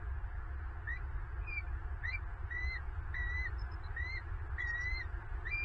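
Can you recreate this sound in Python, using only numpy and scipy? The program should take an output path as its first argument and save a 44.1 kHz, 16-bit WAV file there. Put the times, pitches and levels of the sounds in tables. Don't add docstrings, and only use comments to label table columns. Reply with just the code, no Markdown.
import sys
import numpy as np
from scipy import signal
from scipy.io import wavfile
from scipy.ndimage import uniform_filter1d

SR = 44100
rng = np.random.default_rng(int(sys.argv[2]) if len(sys.argv) > 2 else 0)


def store_wav(level_fs):
    pcm = np.round(np.clip(np.atleast_2d(level_fs), -1, 1) * 32767)
    wavfile.write(sys.argv[1], SR, pcm.T.astype(np.int16))


def boost_factor(decibels):
    exponent = np.asarray(decibels, float) / 20
    return 10 ** exponent


N = 248724

# f/Hz, level/dB [dB per Hz]
WIND_SPECTRUM = [(8.8, -29.5), (15, -4.5), (59, 0.5), (75, 1.5), (115, -13.5), (150, -26.5), (200, -35),
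                 (260, -40.5), (340, -65.5), (570, -120)]
# t/s, level/dB
WIND_SWELL = [(0, -41), (.9, -40.5), (1.499, -40), (2.2, -41), (3.199, -39.5), (4.1, -41), (4.8, -40.5),
              (5.64, -41)]
# f/Hz, level/dB [dB per Hz]
MARSH_SPECTRUM = [(140, -37.5), (240, -12.5), (296, -23), (335, -2), (426, -5), (483, -22.5), (508, -10.5),
                  (653, -17.5), (710, -8.5), (839, -4), (1670, -3.5), (2100, -16.5), (2900, -26),
                  (3770, -55), (6380, -120)]
# f/Hz, level/dB [dB per Hz]
INSECT_SPECTRUM = [(2200, -27), (2900, -4), (3500, -5), (4100, -10.5), (4700, -9), (5200, -12.5),
                   (5900, -18.5), (6900, -19), (7800, -14.5), (8400, -17.5), (9300, -23), (9700, -39)]
# f/Hz, width f/Hz, level/dB
DRONE_HUMS = [
    (335.2, 18, -70),
    (426.7, 6.6, -77),
    (524, 12, -80.5),
    (707, 17, -70),
]
# f/Hz, then four columns of level/dB
THROAT_PARTIALS = [(1810, 1, -32, -56.5, -77), (1934, 1, -28, -40, -64), (1997, -3.5, -21.5, -35.5, -59),
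                   (2078, -1, -14, -39.5, -61), (2310, 1, -29, -57.5, -63), (2420, -1.5, -20.5, -56, -60),
                   (2430, 0.5, -29, -56, -66)]
# start t/s, length t/s, level/dB, lowest f/Hz, top f/Hz
YELPS_LOW = [
    (0.87, .102, -40.5, 1821, 2023),
    (2.034, .1, -40, 1858, 2137),
    (5.451, .06, -40, 1860, 2053),
]
# start t/s, length t/s, level/dB, pitch f/Hz, glide f/Hz
YELPS_HIGH = [
    (0.958, 0.028, -54, 2340, 31.5),
    (2.117, 0.053, -39.5, 2382, -72.5),
    (5.501, 0.19, -37.5, 2371, 32),
]
# t/s, pitch f/Hz, level/dB
REPLY = [
    (1.462, 2482, -66),
    (1.478, 2474, -48),
    (1.495, 2462, -46.5),
    (1.515, 2387, -42),
    (1.565, 2386, -41),
    (1.584, 2322, -37.5),
    (1.598, 2250, -50.5),
    (1.62, 2244, -63.5),
]
# start t/s, length t/s, climb begins after t/s, lowest f/Hz, top f/Hz
LONG_WHISTLES = [
    (2.506, 0.26, 0.028, 1923, 2071),
    (3.142, 0.33, .13, 1920, 2038),
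    (3.963, 0.22, 0.017, 1882, 2115),
    (4.581, .438, .135, 1875, 2089),
]
# t/s, level/dB
SCRATCH_TIMES = [
    (2.037, -47),
    (3.14, -43),
    (4.583, -50),
]
# t/s, length t/s, pitch f/Hz, level/dB, buzz [0-1]
SMALL_NOTES = [(1.408, .075, 2477, -66, .6), (2.75, 0.029, 4130, -64, 0.1), (2.752, 0.028, 1945, -47.5, .3),
               (4.17, .04, 4130, -66.5, 0.23), (5.004, 0.022, 4140, -65, 0), (5.575, 0.037, 2910, -84, .2),
               (1.525, .033, 4400, -79, .2), (1.666, 0.025, 2400, -68.5, .28),
               (2.127, .018, 2746, -63, 0.1), (3.45, .055, 4240, -70.5, .24), (3.578, .057, 5230, -64, .4),
               (3.641, 0.018, 5180, -82, 0.5), (3.708, .048, 5160, -66, .4), (3.831, .048, 4025, -63, .3),
               (4.597, .04, 3400, -62, 0.3), (4.598, .035, 6730, -77.5, 0.4), (4.661, 0.057, 6600, -77, .3),
               (4.664, .06, 4660, -72, 0.6), (4.665, .059, 5570, -65.5, .5), (4.802, 0.049, 5670, -60, .5),
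               (4.804, 0.06, 4670, -72.5, 0.6), (5.01, 0.057, 3660, -73.5, 0.3),
               (5.015, .03, 5590, -78, .4)]
# delay t/s, level/dB
WOOD_ECHOES = [
    (.006, -11),
    (.011, -18.5),
    (.019, -15.5),
    (.028, -22),
]
# f/Hz, step above band level/dB
STREAM_STEPS = [(300, -14), (900, -4), (1250, 4), (1550, 9), (2200, 9.5), (9000, 9.5)]
STREAM_BANDS = [0, 4, 8, 12, 16, 20, 24, 28, 32, 36, 40, 48, 56, 64, 72, 80, 88, 96, 108, 120, 132, 144,
                160, 176, 196, 216, 240, 264, 292, 320, 352, 384, 416]
STREAM_SHORTAGES = [.575, 1.18, 1.35, 1.95, 2.26, 2.36, 3.01, 4.41, 4.48, 5.24, 5.29]


def evened(x):
    return x / np.sqrt(np.mean(x ** 2) + 1e-20)


def add(mix, start, sound):
    part = mix[round(start * SR):][:len(sound)]
    part += sound[:len(part)]


def wander(count, hz):
    smooth = signal.butter(2, hz, fs=SR, output="sos")
    return evened(signal.sosfiltfilt(smooth, rng.standard_normal(count + 4000))[2000:-2000])


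def noise(spectrum, curve, patchy_db, size, holes_db=0.):
    frames, hz = 4 * N // size + 5, np.fft.rfftfreq(size, 1 / SR)
    a, b, patches = rng.standard_normal((frames, len(hz), 3)).T
    patches = uniform_filter1d(patches, size=6, axis=0)
    patches = evened(uniform_filter1d(patches, size=12, axis=1))
    f, db = np.transpose(spectrum)
    colour_db = np.interp(np.log(hz + 1), np.log(f), db, left=-120, right=-120)[:, None]
    holes = np.maximum(patches - 1.6, 0) * (hz > 900)[:, None]
    field_db = colour_db + patchy_db * patches - holes_db * holes
    x = signal.istft((a + 1j * b) * boost_factor(field_db), nperseg=size, noverlap=3 * size // 4)[1][:N]
    return evened(x) * boost_factor(np.interp(np.arange(N) / SR, *np.transpose(curve)))


def wind():
    return noise(WIND_SPECTRUM, WIND_SWELL, patchy_db=0.5, size=4096)


def marsh():
    start_db, rise_db = -59, 2.06
    curve = [(0, start_db), (N / SR, start_db + rise_db)]
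    return boost_factor(2.0) * noise(MARSH_SPECTRUM, curve, patchy_db=1.26, size=1024, holes_db=4)


def insects():
    start_db, rise_db = -85, 3.5
    curve = [(0, start_db), (N / SR, start_db + rise_db)]
    return noise(INSECT_SPECTRUM, curve, patchy_db=2.0, size=1024)


def drone():
    t = np.arange(N) / SR
    total = np.zeros(N)
    for hz, width, db in DRONE_HUMS:
        hum = wander(N, width) * np.cos(2 * np.pi * hz * t) + wander(N, width) * np.sin(2 * np.pi * hz * t)
        total += boost_factor(db) * hum
    return total


def eagle_voice(rows):
    s, *columns = np.transpose(rows)
    t = np.arange(s[0], s[-1], 1 / SR)
    since = t - s[0]
    hz, db = (np.interp(t, s, c) for c in columns)
    pitch, *throat = np.transpose(THROAT_PARTIALS)
    ending = t[-1] - t + (t[-1] > 5.6)

    warble_hz, warble_s, warble_depth, warble_db, break_hz = 51.5, .065, .024, 2.5, 2200
    warble = (hz < break_hz) * np.exp(-since / warble_s) * np.sin(2 * np.pi * warble_hz * since)
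    hoarse = .001 + 0.014 * np.exp(-since / 0.015) + 0.0045 * np.exp(-ending / 0.021)
    turns = np.cumsum(hz * (1 + warble_depth * warble + hoarse * wander(len(t), hz=81.8))) / SR

    glide = uniform_filter1d(abs(np.gradient(hz)), size=600) * SR
    rasp = np.clip(0.08 + glide / 4500, 0, .95)
    tone = 0
    for k, flutter_db in enumerate([1.1, 1.7, 1.9, 3.1]):
        level_db = np.interp(hz, pitch, throat[k]) + flutter_db * wander(len(t), hz=61.4)
        level_db += 2.8 * (k > 0) * wander(len(t), hz=15)
        angle = 2 * np.pi * (k + 1) * turns + rasp * np.sqrt(k) * wander(len(t), hz=107)
        tone = tone + boost_factor(level_db) * np.sin(angle)
    edge = np.clip(np.minimum(since, ending) / 0.0029, 0, 1)
    return s[0], np.sqrt(2) * boost_factor(db + warble_db * warble) * tone * edge


def yelp(start, length, db, low_hz, top_hz):
    scoop_hz, scoop_s, bow_hz, break_s = 198, .016, 16, 0.011
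    middle_hz = (low_hz + top_hz) / 2 + bow_hz - 20
    return [(start, low_hz - scoop_hz, db - 9),
            (start + scoop_s, low_hz, db),
            (start + length / 2, middle_hz, db + 1.0),
            (start + length - break_s, top_hz - 30, db - 6.0),
            (start + length, top_hz, db - 14)]


def broken_note(start, length, db, hz, glide_hz):
    rise_s, fall_s, end_hz = 0.016, .012, hz + glide_hz
    return [(start, hz - 90, db - 21.5),
            (start + rise_s, hz, db),
            (start + length - fall_s, end_hz, db + 1),
            (start + length, end_hz, db - 36)]


def chirp(s, length, hz, db, buzz):
    t = np.arange(0, length, 1 / SR)
    rate_hz = 90 + 220 * buzz ** 2
    tremor = 1 - buzz + buzz * (wander(len(t), hz=rate_hz) + 1j * wander(len(t), hz=rate_hz))
    note = (tremor * np.exp(2j * np.pi * hz * t)).real
    return s, boost_factor(db) * note * signal.windows.tukey(len(t), .6) * 2.1


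def scratch(start, db):
    return chirp(start, length=0.022, hz=1896, db=db, buzz=0.72)


def long_whistle(start, length, climb, low_hz, top_hz):
    scoop_hz, scoop_s, sag_s, steady_hz = 170.4, .012, 0.068, 1960
    crest_s, drop_s, drop_hz = .026, 0.022, 210
    cut_s, tail_s, tail_sag_hz = 0.0078, .032, 50
    base_db = -44 + 11.5 * length
    crest, end_hz = length - drop_s, top_hz - drop_hz
    held_hz = low_hz + (steady_hz - low_hz) * np.clip((climb - scoop_s) / sag_s, 0, 1)
    path = [(0, held_hz - scoop_hz, -4.5),
            (scoop_s, held_hz, 0),
            (climb, low_hz, 0),
            (crest - crest_s, top_hz, 0),
            (crest, top_hz - 25, 0),
            (length, end_hz, 0),
            (length + cut_s, end_hz - 30, -14),
            (length + tail_s, end_hz - tail_sag_hz, -21.5)]
    return [(start + s, hz, base_db + db) for s, hz, db in path]


def woods(x):
    taps = np.zeros(SR // 2)
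    at = np.arange(900, len(taps) - 22, 22)
    at = at + rng.integers(0, 22, len(at))
    taps[at] = rng.choice([-1., 1.], len(at)) * boost_factor(-60 * at / SR / 0.042)
    taps *= boost_factor(-19.5) / np.linalg.norm(taps)
    for s, db in WOOD_ECHOES:
        taps[round(s * SR)] = boost_factor(db)
    taps[0] = 1
    return signal.fftconvolve(x, taps / np.linalg.norm(taps))[:N]


def scene():
    background = wind() + marsh() + insects() + drone()
    eagles, thin = np.zeros((2, N))
    calls = [yelp(*row) for row in YELPS_LOW] + [broken_note(*row) for row in YELPS_HIGH]
    calls += [REPLY] + [long_whistle(*row) for row in LONG_WHISTLES]
    for rows in calls:
        add(eagles, *eagle_voice(rows))
    for row in SMALL_NOTES:
        add(thin, *chirp(*row))
    for row in SCRATCH_TIMES:
        add(thin, *scratch(*row))
    return (woods(eagles) + thin + background)[None]


def thrifty_stream(x):
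    hop, lead = 1024, 1561
    first, widths = STREAM_BANDS[:-1], np.diff(STREAM_BANDS)

    n, k = np.arange(2 * hop), np.arange(STREAM_BANDS[-1])[:, None]
    window = signal.windows.kaiser_bessel_derived(2 * hop, 4 * np.pi)
    basis = window * np.cos(np.pi / hop * (n + .5 + hop / 2) * (k + .5)) * np.sqrt(2 / hop)
    fast = np.pad(signal.resample_poly(x, 160, 147), (lead, 3 * hop), "reflect")
    lines = basis @ np.lib.stride_tricks.sliding_window_view(fast, 2 * hop)[::hop].T

    hz = (np.array(first) + widths / 2)[:, None] * 24000 / hop
    db = 10 * np.log10(np.add.reduceat(lines ** 2, first) / widths[:, None] + 1e-20)
    usual_db = np.median(db, axis=1, keepdims=True)
    finer_db = .6 * np.maximum(db - usual_db - 4.5, 0)
    own_db = db + np.interp(hz, *np.transpose(STREAM_STEPS)) - finer_db
    own_db[:, 1:] = np.minimum(own_db[:, 1:], own_db[:, :-1] + 6.5)
    tallest_db = 20 * np.log10(np.maximum.reduceat(abs(lines), first) + 1e-10)
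    own_db = np.minimum(own_db, tallest_db + 4.5)

    fall_db = 10.0 * np.log2(hz)
    shadow_db = np.maximum.accumulate(np.where(hz > 900, db, -200) + fall_db, axis=0) - fall_db - 29
    short_frames = np.round((np.array(STREAM_SHORTAGES) * 48000 + lead) / hop) - 1
    starved = np.isin(np.arange(db.shape[1]), short_frames)
    thrift_db = .8 * rng.standard_normal(db.shape) + 3.5 * (hz > 2700) * starved

    step = np.repeat(boost_factor(np.maximum(own_db, shadow_db) + thrift_db), widths, axis=0)
    rounded = np.sign(lines) * step * np.floor(abs(lines / step) ** .75 + .4054) ** (4 / 3)
    halves = (rounded.T @ basis).reshape(-1, 2, hop)
    joined = (halves[1:, 0] + halves[:-1, 1]).ravel()
    return signal.resample_poly(joined[lead - hop:], 147, 160)[:N]


def low_pass(x):
    return signal.sosfilt(signal.butter(12, 15600, fs=SR, output="sos"), x)


def record(dry):
    hiss = boost_factor(-97) * rng.standard_normal(dry.shape)
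    mix = thrifty_stream(dry[0])[None] + hiss
    return low_pass(mix)


dry = scene()
out = record(dry)
store_wav(out)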